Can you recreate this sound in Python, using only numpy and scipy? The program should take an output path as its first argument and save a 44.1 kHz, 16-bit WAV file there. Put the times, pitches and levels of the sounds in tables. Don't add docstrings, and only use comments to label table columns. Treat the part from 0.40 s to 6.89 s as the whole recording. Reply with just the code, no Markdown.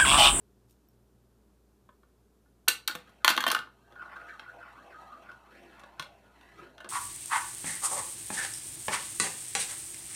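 import sys
import numpy as np
from scipy import signal
from scipy.fft import rfft, irfft
from scipy.io import wavfile

SR = 44100
rng = np.random.default_rng(int(sys.argv[2]) if len(sys.argv) > 2 else 0)


def generate_wav(signal):
    frames = np.transpose(np.atleast_2d(signal))
    scaled = np.clip(frames, -1, 1) * 32767
    pcm = np.round(scaled).astype(np.int16)
    wavfile.write(sys.argv[1], SR, pcm)


N = 286209

# start_s, strength_db, sharpness_db, weight_db, contact_ms
KNOCKS = [(1.49, -49.5, -13, -2.5, 4.2), (1.632, -58.5, -15.5, -9, 2.4), (2.058, -64.5, -24, -9, 2.7),
          (2.278, -27.5, -19, -34, 0.85), (2.2819, -16, 6, -20.5, 4.35), (2.4765, -33.5, 9.5, -34, 2.9),
          (2.4817, -31.5, -2, -25, 1.6), (2.4967, -29, -19, -16.5, 3.4), (2.5122, -48.5, 3, -10, 1.1),
          (2.5513, -35, 0.5, -4.5, 3.8), (2.692, -56, -1.5, -6.5, 6.2), (2.846, -14.5, -0.5, -19.5, 2.3),
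          (2.879, -20.5, 4, -24.5, 1.1), (2.891, -24, 3.5, -29, 2.6), (2.9, -16, -2, -16, 6.2),
          (2.925, -37, -1, -16, 4), (2.9652, -37.5, 3.5, -6, 1.8), (2.9771, -16.5, -8, -21, 2.24),
          (3.005, -22, -4.5, -33.5, 4), (3.025, -32, -4, -15, 4.9), (3.0397, -32.5, 0, -16, 1.03),
          (3.0656, -15, -8, -19, 3.7), (3.079, -27, 1, -5, 2.7), (3.086, -32.5, 2, -16, 1.8),
          (3.1022, -35, 4.5, -15, 1.3), (3.1069, -17.5, -15, -21, 5.2), (3.115, -22, 2.5, -41, 3.3),
          (3.1278, -27, -15, -14, 1.9), (3.148, -22.5, -2.5, -17.5, 2.55), (3.1643, -26, -16, -24, 2.1),
          (3.19, -49, 4, -14, 1.3), (3.2716, -53.5, -19, -13.5, 1.1), (3.5229, -57.5, -4, -2, 1.65),
          (3.5558, -51, -13.5, -18, 2.2), (3.6191, -42, -16.5, -26, 3.6), (3.7641, -42, -22, -24.5, 3.6),
          (3.9953, -38.5, -5.5, -16, 3.1), (4.916, -67.5, 8, -8, 2.5), (5.395, -53, 3, -7, 4.5),
          (5.436, -44, -7.5, -8, 3.9), (5.596, -34, 2, -15, 2.7), (5.624, -39.5, 0.5, -9, 3.2),
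          (6.011, -58, 0.5, -7, 2.8), (6.186, -57.5, -2, -8.5, 3.3), (6.3807, -55.5, 1, -15, 1.1),
          (6.404, -40.5, -4.5, -10, 4.8), (6.4446, -39, -6, -7, 3.7), (6.4585, -43, -18, -10, 1.7)]
# pitch_hz, relative_db, t60_s
THUD_MODES = [(235, -8, 0.027), (309.7, 3, 0.025), (508, -6, 0.089), (630, 0, 0.04)]
PANEL_MODES = [(880, -14, 0.06), (1090, -1.5, 0.02), (1136, -3.5, 0.025), (1266, -8, .05),
               (1388.5, -8.5, 0.038), (1456, -6.5, .05), (1548, -4, .04), (1780, -9.5, 0.045)]
WALL_MODES = [(2124, -8.5, 0.027), (2430, -7, 0.012), (2712, -8, .02), (2765, -11.5, 0.036),
              (2950, -12.5, 0.028), (3232, -3.5, 0.019), (3620, -2.5, 0.0095)]
RIM_MODES = [(3800, -7, .01), (4040, -4, .014), (4300, -5, .012), (4700, -8, .008), (6200, -9, .006)]
# offset_db, share_of_sharpness
WALL_LIFT, RIM_LIFT, CRACK_LIFT = (2.5, 0.81), (.6, 1.4), (-2.5, 1.58)
# time_s, funnel_db, belly_over_funnel_db
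ROLL_LEVELS = [(2.55, -78, 8), (2.82, -69, -2), (3.3, -76, -2), (3.36, -72.5, -3), (3.56, -53.5, -8),
               (3.77, -47, -12), (3.82, -52.5, -6), (3.885, -46, -14.5), (4.055, -56.5, -6.5),
               (4.095, -46, -14.5), (4.16, -57.5, 4), (4.29, -52, -11.5), (4.505, -53.5, -3.5),
               (4.54, -46, -18), (4.6, -59, 1.5), (4.91, -57, -5.5), (5.2, -65, 1), (5.55, -64, 5),
               (5.93, -73, 7), (6.02, -68, 0), (6.2, -56.5, -10), (6.33, -72, 10.5)]
# time_s, base_level_db
TOWER_LEVELS = [(2.55, -68), (2.82, -77.5), (3.44, -85), (3.625, -66), (3.68, -66), (3.77, -61),
                (4.05, -67), (4.4, -66), (4.745, -65), (5.045, -74.5), (5.16, -60.5), (5.4, -65),
                (5.53, -71.5), (5.94, -77), (6.015, -66), (6.22, -59), (6.365, -77.5)]
# pitch_hz, width_hz, relative_db
FUNNEL_MODES = [(1145, 75, -3), (1270, 21, 6.5), (1444.6, 86, 2), (1570, 190, -5), (1541, 62, -1),
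                (1566, 38, -5)]
BELLY_MODES = [(501, 24, 1.5), (591, 31, 2.5), (672, 58, 2), (803.4, 28.4, 3.5), (912, 24, 2),
               (1017, 53, -7)]
TUBE_MODES = [(188, 36, -5.5), (281, 34, 7), (416, 300, -0.5)]
CHUTE_MODES = [(1624, 250, 9), (1760, 20, 1.5), (1922, 75, -2.5), (2164, 670, -18.5)]
GRIT_MODES = [(2314, 16, -1.5), (2685, 243, 4), (2790, 306, 4.5), (2920, 334, -1.5), (3353, 170, -3.5),
              (3480, 600, -10), (4210, 560, -10), (5470, 440, -17)]
# start_s, peak_db, pitch_hz
TABLE_THUMPS = [(2.5537, -43.5, 175), (3.19, -52, 124), (5.598, -46.5, 149)]
# start_s, peak_db, pitch_hz
BLADE_TICKS = [(.487, -55, 13900), (.487, -66, 5500)]
# time_s, level_db
RUSTLE_LEVELS = [(0.27, -95), (0.302, -62.5), (0.36, -94)]
# frequency_hz, relative_db
AIR_SPECTRUM = [(44, -36), (75, -7), (154, -9), (331, -9.5), (396, -3), (464, -13), (1460, -22),
                (2050, -29.5), (12900, -31.5), (14800, -33.5), (16200, -57)]
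# pitch_hz, level_db, width_hz (for the mains tone, its rate of waver)
APPLIANCE_HUM = [(58.6, -69, 3), (118.5, -74, 3.5), (204.5, -73.5, 22), (275, -80.5, 45), (310, -83, 4.6),
                 (422, -78, 74)]
# frequency_hz, t60_s
ROOM_DECAY = [(150, 0.5), (1000, 0.26), (4000, 0.24), (15000, 0.16)]

LOWER_TOWER_S = 3.4
ORBITS_PER_S, WALL_ECHO_MS, WALL_SWING_MS, WALL_ECHO_DB = 2.2, 0.702, 0.37, -6
ROOM_DB, FAR_ROOM_BOOST_DB, AIR_DB = -8, 1.5, -70.5
TIME_S = np.arange(N) / SR


def plastic_knocks():
    start_s, strength_db, sharpness_db, weight_db, contact_ms = np.transpose(KNOCKS)[:, :, None]
    wall_db, rim_db, crack_db = (strength_db + offset_db + share * sharpness_db
                                 for offset_db, share in (WALL_LIFT, RIM_LIFT, CRACK_LIFT))
    t, force_len = np.arange(SR // 8) / SR, 900
    contacts_elapsed = 1000 * t[:force_len] / contact_ms
    chatter = rng.standard_normal((len(KNOCKS), force_len)) * np.exp(-contacts_elapsed)
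    chatter *= 1 - np.exp(-4 * contacts_elapsed)
    chatter /= np.sqrt(np.sum(chatter ** 2, axis=1, keepdims=True))
    touch = (np.arange(force_len) == 0) / contact_ms
    spots = iter(rng.standard_normal((len(KNOCKS), 3, 30)).T[..., None])
    ringing = 0
    for modes, level_db in ((THUD_MODES, strength_db + weight_db), (PANEL_MODES, strength_db),
                            (WALL_MODES, wall_db), (RIM_MODES, rim_db)):
        family = 0
        for hz, mode_db, t60 in modes:
            louder, polarity, detune = next(spots)
            gain = amp(level_db + mode_db - 4 + 0.5 * louder) * np.sign(polarity)
            family += gain * amp(-60 * t / t60) * np.sin(2 * np.pi * hz * (1 + .02 * detune) * t)
        ringing += high_pass(family, .8 * modes[0][0], order=5)
    knocks = signal.fftconvolve(ringing, chatter + 3.78 * touch, axes=1)
    crack = high_pass(amp(crack_db + 19) * (chatter + .3 * touch), 4800, order=4)
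    far_crack = signal.sosfilt(signal.butter(2, 9000, fs=SR, output="sos"), crack)
    knocks[:, :force_len] += np.where(start_s > LOWER_TOWER_S, far_crack, crack)
    out = np.zeros(N + knocks.shape[1])
    np.add.at(out, (start_s * SR).round().astype(int) + np.arange(knocks.shape[1]), knocks)
    return out[:N]


def rolling_marbles():
    funnel_db, belly_over_db = in_time(ROLL_LEVELS)
    tower_db, = in_time(TOWER_LEVELS)
    tube_db = tower_db - 7 + 3 * (TIME_S - LOWER_TOWER_S)
    grit_db = -72.5 + 0.52 * (tower_db + 68)
    bumps = rng.standard_normal(N) * amp(2.2 * drift(60))
    fizz = rms_one(high_pass(bumps, 2700) - high_pass(bumps, 7000))
    grit = shaken_plastic(bumps, GRIT_MODES) + amp(-6) * fizz
    rumble = (amp(funnel_db) * shaken_plastic(bumps, FUNNEL_MODES, swell_db=5.5)
              + amp(funnel_db + belly_over_db) * shaken_plastic(bumps, BELLY_MODES, swell_db=1)
              + amp(tube_db) * shaken_plastic(bumps, TUBE_MODES, swell_db=-2.5)
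              + amp(tower_db + 1) * shaken_plastic(bumps, CHUTE_MODES)
              + amp(grit_db) * grit)
    rumble *= TIME_S > ROLL_LEVELS[0][0]
    return rumble + funnel_wall_echo(rumble)


def shaken_plastic(bumps, modes, swell_db=0):
    body = 0
    for k, (hz, width_hz, mode_db) in enumerate(modes):
        gain = (-1) ** k * amp(mode_db + swell_db * drift(7.4)) * np.sqrt(width_hz)
        body += gain * resonate(bumps, hz, width_hz)
    return rms_one(high_pass(body, 1.05 * modes[0][0]))


def funnel_wall_echo(rumble):
    angle = 2 * np.pi * np.cumsum(ORBITS_PER_S * (1 + 0.267 * drift(0.51))) / SR
    lag_ms = WALL_ECHO_MS + WALL_SWING_MS * np.sin(angle)
    return amp(WALL_ECHO_DB) * np.interp(TIME_S - lag_ms / 1000, TIME_S, rumble)


def table_top():
    return sum(ring(click(s, db), hz, t60=0.088) for s, db, hz in TABLE_THUMPS)


def scissors():
    ticks = sum(ring(click(s, db), hz, t60=.012) for s, db, hz in BLADE_TICKS)
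    grains = rng.standard_normal(N) * amp(4.5 * drift(150))
    rustle_db, = in_time(RUSTLE_LEVELS)
    rustling = (TIME_S > RUSTLE_LEVELS[0][0]) & (TIME_S < RUSTLE_LEVELS[-1][0])
    return ticks + rustling * amp(rustle_db) * rms_one(high_pass(grains, 3500))


def room_reflections(x):
    t, tail = np.arange(SR // 2) / SR, 0
    for low_hz in 90 * 2. ** np.arange(8):
        octave = signal.butter(2, [low_hz, min(2 * low_hz, .45 * SR)], "band", fs=SR, output="sos")
        band = signal.sosfilt(octave, rng.standard_normal(len(t)))
        tail += band * amp(-60 * t / at_hz(ROOM_DECAY, low_hz * np.sqrt(2)))
    tail *= np.clip((t - .001) / .003, 0, 1)
    return signal.fftconvolve(x, tail / np.sqrt(np.sum(tail ** 2)))[:N]


def room_tone():
    bins_hz = np.maximum(np.fft.rfftfreq(N, 1 / SR), 1)
    air = rms_one(irfft(rfft(rng.standard_normal(N)) * amp(at_hz(AIR_SPECTRUM, bins_hz)), N))
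    (mains_hz, mains_db, waver_hz), *buzz_bands = APPLIANCE_HUM
    mains = np.sqrt(2) * amp(mains_db + 1.2 * drift(waver_hz)) * np.sin(2 * np.pi * mains_hz * TIME_S)
    buzz = sum(amp(db) * resonate(rng.standard_normal(N), hz, width) for hz, db, width in buzz_bands)
    return amp(AIR_DB) * air + mains + buzz


def amp(db):
    return 10 ** (np.asarray(db) / 20)


def rms_one(x):
    return x / np.sqrt(np.mean(x ** 2) + 1e-30)


def in_time(rows):
    time_s, *columns = np.transpose(rows)
    return [np.interp(TIME_S, time_s, column) for column in columns]


def at_hz(rows, hz):
    frequency_hz, values = np.transpose(rows)
    return np.interp(np.log(hz), np.log(frequency_hz), values)


def drift(rate_hz):
    hop, settle = 40, 2000
    pole = np.exp(-2 * np.pi * rate_hz * hop / SR)
    noise = rng.standard_normal(N // hop + settle + 2)
    slow = signal.lfilter([1], [1, -2 * pole, pole * pole], noise)[settle:]
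    return np.interp(np.arange(N) / hop, np.arange(len(slow)), rms_one(slow))


def click(start_s, peak_db):
    return amp(peak_db) * (np.arange(N) == round(start_s * SR))


def ring(x, hz, t60):
    r, w = amp(-60 / (t60 * SR)), 2 * np.pi * hz / SR
    return signal.lfilter([0, np.sin(w)], [1, -2 * r * np.cos(w), r * r], x + 1e-18)


def resonate(x, hz, width_hz):
    return rms_one(ring(x, hz, t60=np.log(1000) / (np.pi * width_hz)))


def high_pass(x, hz, order=2):
    return signal.sosfilt(signal.butter(order, hz, "high", fs=SR, output="sos"), x)


def scene():
    direct = plastic_knocks() + table_top() + scissors() + rolling_marbles()
    reflected_db = ROOM_DB + FAR_ROOM_BOOST_DB * (TIME_S > LOWER_TOWER_S)
    return (direct + room_reflections(amp(reflected_db) * direct) + room_tone())[None]


def record(dry):
    rounded = .9 * np.tanh(dry / .9)
    return signal.sosfilt(signal.cheby2(12, 60, 16100, fs=SR, output="sos"), rounded)


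dry = scene()
out = record(dry)
generate_wav(out)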